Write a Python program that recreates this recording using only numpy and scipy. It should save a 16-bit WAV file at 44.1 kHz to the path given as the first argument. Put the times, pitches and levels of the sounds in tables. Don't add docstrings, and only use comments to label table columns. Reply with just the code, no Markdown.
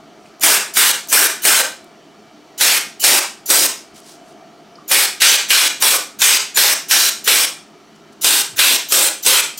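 import sys
import numpy as np
from scipy import signal
from scipy.fft import rfft, irfft, next_fast_len
from scipy.io import wavfile
from scipy.ndimage import uniform_filter1d, minimum_filter1d, map_coordinates

SR = 44100
rng = np.random.default_rng(int(sys.argv[2]) if len(sys.argv) > 2 else 0)


def generate_wav(sig):
    pcm = np.round(np.clip(np.atleast_2d(sig).T, -1, 1) * 32767).astype(np.int16)
    wavfile.write(sys.argv[1], SR, pcm)


N = 422919


def spray(leak_db=-24, leak_rise_db=9, creep_db=-15, snap_s=0.002, shut_s=0.0064, flutter_db=-0.4, room_db=-7.5):
    # (t/s fully open, lead-in/s, open time/s, level/dB halfway through,
    # depth in the fins/dB, first gap f/Hz, last gap f/Hz, ring/dB)
    squeezes = [(0.435, 0.029, .15, -2.5, -3.5, 1140, 1140, 1.5),
                (.77, .035, .15, -3, -4.5, 1200, 1610, 4.5), (1.127, 0.044, .15, -2.5, -4.5, 7970, 1210, 3),
                (1.452, 0.035, .17, -3, 0.5, 8200, 550, 3), (2.61, 0.034, .18, -6.5, 3.5, 1750, 990, 1.5),
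                (3.04, 0.045, .16, -2.5, -0.5, 4100, 1070, 3), (3.502, 0.046, .17, -4, -5.5, 3700, 3000, 3),
                (4.914, 0.037, .15, -5, 0, 700, 1830, 1.5), (5.219, .018, .15, 0, 10.5, 2100, 2140, 1),
                (5.505, .022, 0.18, -5.5, 10.5, 2010, 2930, 0.5),
                (5.823, 0.024, .15, -5.5, -3.5, 1500, 3500, 3),
                (6.218, 0.031, 0.16, -2, 9.5, 7100, 2870, 3.5), (6.572, .03, .17, -5, 1.5, 1450, 5760, 1.5),
                (6.911, .028, .19, -5.5, 11.5, 5600, 5900, 4.5), (7.277, .038, .18, -5.5, 2, 1450, 3660, 3),
                (8.245, 0.035, .18, -7, 1, 3200, 3520, 3.5), (8.591, 0.032, .18, -4.5, 1, 1320, 3350, 5),
                (8.922, 0.037, .17, -6, -2.5, 3450, 3540, 4), (9.263, 0.039, .15, -3, 1, 3300, 1380, 4),
                (9.608, 0.036, .16, -8, 0, 3000, 3000, 3)]
    creep_s = 0.008
    sag_db = 11.5
    leak_flutter_db = 2
    track, n = np.zeros(N), SR // 3
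    for s, lead, length, level_db, *aim in squeezes:
        t = np.arange(n) / SR - lead
        snapping_db = creep_db * np.clip(-t / snap_s, 0, 1)
        creeping = np.exp(np.minimum(t + snap_s, 0) / creep_s)
        opening = amp(snapping_db) * creeping
        closing = np.exp(-np.maximum(t - length + shut_s, 0) / shut_s)
        sagging_db = sag_db * (0.5 - np.clip(t / length, 0, 1))
        pressure_db = level_db + sagging_db + flutter_db * wobble(n, 68.1)
        jet = hiss(n, lead, length, *aim) * opening * closing * amp(pressure_db)
        cracked = np.interp(t, [-lead, 0.005 - lead, 0, 0.02], [0, 1, 1, 0])
        straw_air = whistle(n) * cracked
        rise_db = leak_rise_db * np.minimum(t / lead + 0.5, 0.5)
        leak = straw_air * amp(leak_db + rise_db + leak_flutter_db * wobble(n, 150))
        air = jet + leak
        add(track, s - lead, air)
        add(track, s - lead, amp(room_db) * room(air))
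    return track


def hiss(n, lead, length, depth_db, first_hz, last_hz, ring_db, spread=28):
    # (f/Hz, relative level/dB per Hz)
    jet_spectrum = [(30, -31), (80, -29), (150, -23), (220, -14), (320, -8.5), (700, -6.5), (1150, -5),
                    (1600, -1), (3300, 0), (6000, -.5), (7100, -3), (9500, -1.5), (13000, -3), (15800, -8)]
    # (f/Hz, width/Hz, gain/dB)
    body = [(306, 25, 4), (410, 35, 4.5), (536, 28, 5), (833, 30, 4), (950, 80, 3.5), (1540, 200, 3),
            (2410, 100, 3.5), (5443, 80, 3), (8200, 550, 5), (8480, 130, 2.5)]
    # (f/Hz, share of the depth)
    muffle = [(600, 0.99), (3000, 0.072), (12000, 0.79)]
    gap_modes = [(1, 1), (2.3, 1), (.55, -0.98)]

    def gap(pitch, hz):
        modes = [(k * pitch, spread * np.sqrt(abs(k * pitch)), share * ring_db) for k, share in gap_modes]
        return bumps(modes, hz)

    def cavities(hz, t):
        sweep = np.clip((t - lead) / length, 0, 1)
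        return (1 - sweep) * gap(first_hz, hz) + sweep * gap(last_hz, hz)

    def colour(hz):
        return along(jet_spectrum, hz) - depth_db * along(muffle, hz) + bumps(body, hz)

    return turbulent(noise(n, colour), depth_db=2.2, drift_db=cavities)


def whistle(n, detune=0.01, stray_db=3):
    # (f/Hz nominal, width/Hz, nominal gain/dB)
    straw = [(2950, 250, 13), (3950, 450, 7), (6050, 550, 12), (7080, 350, 13), (9250, 400, 7),
             (10430, 350, 14), (12700, 550, 15), (13500, 450, 12), (15300, 500, 5)]
    # (f/Hz, relative level/dB per Hz)
    leak_spectrum = [(200, -16.5), (1500, -15), (3000, -3.5), (5000, 4.5), (8000, 4.5), (11500, -1),
                     (16000, 5.5)]
    chance = rng.standard_normal((len(straw), 2))
    modes = [(hz * (1 + detune * a), width, db + stray_db * b)
             for (hz, width, db), (a, b) in zip(straw, chance)]
    air = noise(n, lambda hz: along(leak_spectrum, hz) + bumps(modes, hz))
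    return turbulent(air, depth_db=2.5)


def hands():
    # (t/s at the peak, rise/s and equal fall, relative level/dB)
    rubs = [(0.259, .08, -58), (3.974, 0.051, -45), (4.095, .1, -45), (4.294, 0.073, -54),
            (7.96, 0.012, -53), (8.131, .012, -53)]
    # (f/Hz, relative level/dB per Hz)
    skin = [(300, -21), (2000, -4.5), (5000, 2.5), (9000, -1), (15000, -15)]
    # (t/s, relative level/dB)
    clicks = [(.397, -26), (1.074, -23), (1.844, -34), (4.002, -29)]
    # (t/s, f/Hz, relative level/dB)
    taps = [(.258, 2350, -38), (3.978, 1500, -38), (4.755, 4900, -38), (4.783, 1200, -30)]
    # (t/s, relative level/dB)
    thumps = [(3.909, -49), (8.518, -37)]
    tap_q = 6
    track, n = np.zeros(N), SR // 3
    t = np.arange(n) / SR
    for s, length, db in rubs:
        stroke = np.sin(np.pi / 2 * np.minimum(t / length, 2)) ** 2
        grip = amp(db + 3 * wobble(n, 220))
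        add(track, s - length, grip * stroke * noise(n, lambda hz: along(skin, hz)))
    for s, db in clicks:
        add(track, s, amp(db) * knock(8830, width_hz=6700, t60=0.0059))
    for s, hz, db in taps:
        add(track, s, amp(db) * knock(hz, width_hz=hz / tap_q, t60=0.029))
    for s, db in thumps:
        add(track, s, amp(db) * knock(112, width_hz=30, t60=0.26))
    return track


def knock(hz, width_hz, t60):
    t = np.arange(SR // 3) / SR
    attack = 1 - np.exp(-20 * t / t60)
    return narrow(len(t), hz, width_hz) * amp(-60 * t / t60) * attack


def fan(drone_db=-45.5, throb_db=1.1, hum_hz=685, hum_width_hz=95):
    # (f/Hz, relative level/dB per Hz)
    drone_spectrum = [(25, -22.5), (70, -17.5), (110, -11.5), (160, -7), (350, 2), (530, -8.5), (800, -5),
                      (1250, -14.5), (1650, -12.5), (2400, -14.5), (4500, -18), (6500, -21.5), (10000, -32),
                      (16000, -37.5)]
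    # (f/Hz, width/Hz, gain/dB)
    drone_modes = [(158.3, 16, 10.5), (212.7, 23, 9.5), (297, 37, 5), (405.4, 46, 5), (1210, 160, 7),
                   (1340, 140, 7.5), (2310, 14, 12), (3030, 160, 5.5), (4450, 143, 5.5), (5850, 450, 4)]
    # (t/s, level/dB)
    hum_course = [(0, -50), (1.901, -51), (3.9, -55), (4.35, -45.5), (4.8, -52.5), (7.8, -57.5)]
    hum_db = np.interp(np.arange(N) / SR, *np.transpose(hum_course))
    rush = noise(N, lambda hz: along(drone_spectrum, hz) + bumps(drone_modes, hz))
    drone = turbulent(rush, depth_db=throb_db)
    return amp(drone_db) * drone + amp(hum_db) * narrow(N, hum_hz, hum_width_hz)


def room(x, delay_s=0.017, build_s=0.0024):
    # (f/Hz, t60/s)
    decay = [(100, 0.053), (500, 0.31), (2000, 0.35), (5000, 0.36), (8000, 0.32), (11000, 0.29),
             (15000, 0.24)]
    # (f/Hz, relative reflected level/dB)
    walls = [(100, 0.5), (500, 1.5), (1500, -2), (4000, -5), (7500, -2), (10000, -7), (15000, -7)]
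    hz, t, z = signal.stft(rng.standard_normal(SR // 2), SR, nperseg=256)
    swell = 1 - np.exp(-np.maximum(t - delay_s, 0) / build_s)
    fade = amp(-60 * t / along(decay, hz)[:, None])
    tail = signal.istft(z * swell * fade, SR, nperseg=256)[1]
    tail = tail / np.linalg.norm(tail)
    return signal.fftconvolve(x, coloured(tail, lambda hz: along(walls, hz)))


def turbulent(x, depth_db, drift_db=lambda hz, t: 0):
    hz, t, z = signal.stft(x, SR, nperseg=512)
    field = rng.standard_normal(z.shape)
    field = uniform_filter1d(field, size=4, axis=0)
    field = uniform_filter1d(field, size=10, axis=1)
    gain = amp(depth_db * unit(field) + drift_db(hz[:, None], t))
    return unit(signal.istft(z * gain, nperseg=512)[1][:len(x)])


def amp(db):
    return 10 ** (np.asarray(db) / 20)


def unit(x):
    return x / np.sqrt(np.mean(x ** 2) + 1e-20)


def along(points, hz):
    f, v = np.transpose(points)
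    return np.interp(np.log(hz + 1), np.log(f + 1), v)


def bumps(modes, hz):
    return sum(db / (1 + (2 * (hz - centre) / width) ** 2) for centre, width, db in modes)


def coloured(x, gain_db):
    n = x.shape[-1]
    m = next_fast_len(n + SR // 10)
    gain = amp(gain_db(np.fft.rfftfreq(m, 1 / SR)))
    return irfft(rfft(x, m) * gain, m)[..., :n]


def noise(n, gain_db):
    return unit(coloured(rng.standard_normal(n), gain_db))


def narrow(n, centre, width):
    return noise(n, lambda hz: -20 * np.log10(1 + (2 * (hz - centre) / width) ** 2))


def wobble(n, rate):
    knots = rng.standard_normal(n // 20 + 4)
    return map_coordinates(knots, [np.arange(n) * rate / SR], mode="wrap")


def add(track, s, sound):
    start = max(round(s * SR), 0)
    part = sound[:max(N - start, 0)]
    track[start:start + len(part)] += part


def scene():
    # (f/Hz, side level/dB)
    side_width = [(30, -9.5), (80, 5), (170, -7.5), (350, -15), (700, -17), (1400, -27.5), (3000, -27.5),
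                  (6000, -27), (15000, -39)]
    handling = hands()
    handling_in_room = handling + amp(-4.5) * room(handling)[:N]
    background = amp(0.5) * handling_in_room + fan()
    mid = spray() + background
    side = coloured(room(background)[:N], lambda hz: along(side_width, hz))
    return np.array([mid + side, mid - side])


def gain_control(x, threshold_db=-14, release_db_per_s=170):
    slope = 0.65
    window = SR // 100
    power = np.abs(uniform_filter1d(np.mean(x ** 2, axis=0), window, origin=window // 4))
    cut_db = slope * np.maximum(10 * np.log10(power + 1e-12) - threshold_db, 0)
    held_db = -minimum_filter1d(-cut_db, window, origin=window // 3)
    recovery_db = release_db_per_s * np.arange(N) / SR
    return x * amp(recovery_db - np.maximum.accumulate(held_db + recovery_db))


def record(dry):
    top_hz, edge_hz = 15850, 600
    x = gain_control(dry)
    x = x / (1 + x ** 6) ** (1 / 6)
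    return coloured(x, lambda hz: -120 * np.clip((hz - top_hz) / edge_hz, 0, 1))


dry = scene()
out = record(dry)
generate_wav(out)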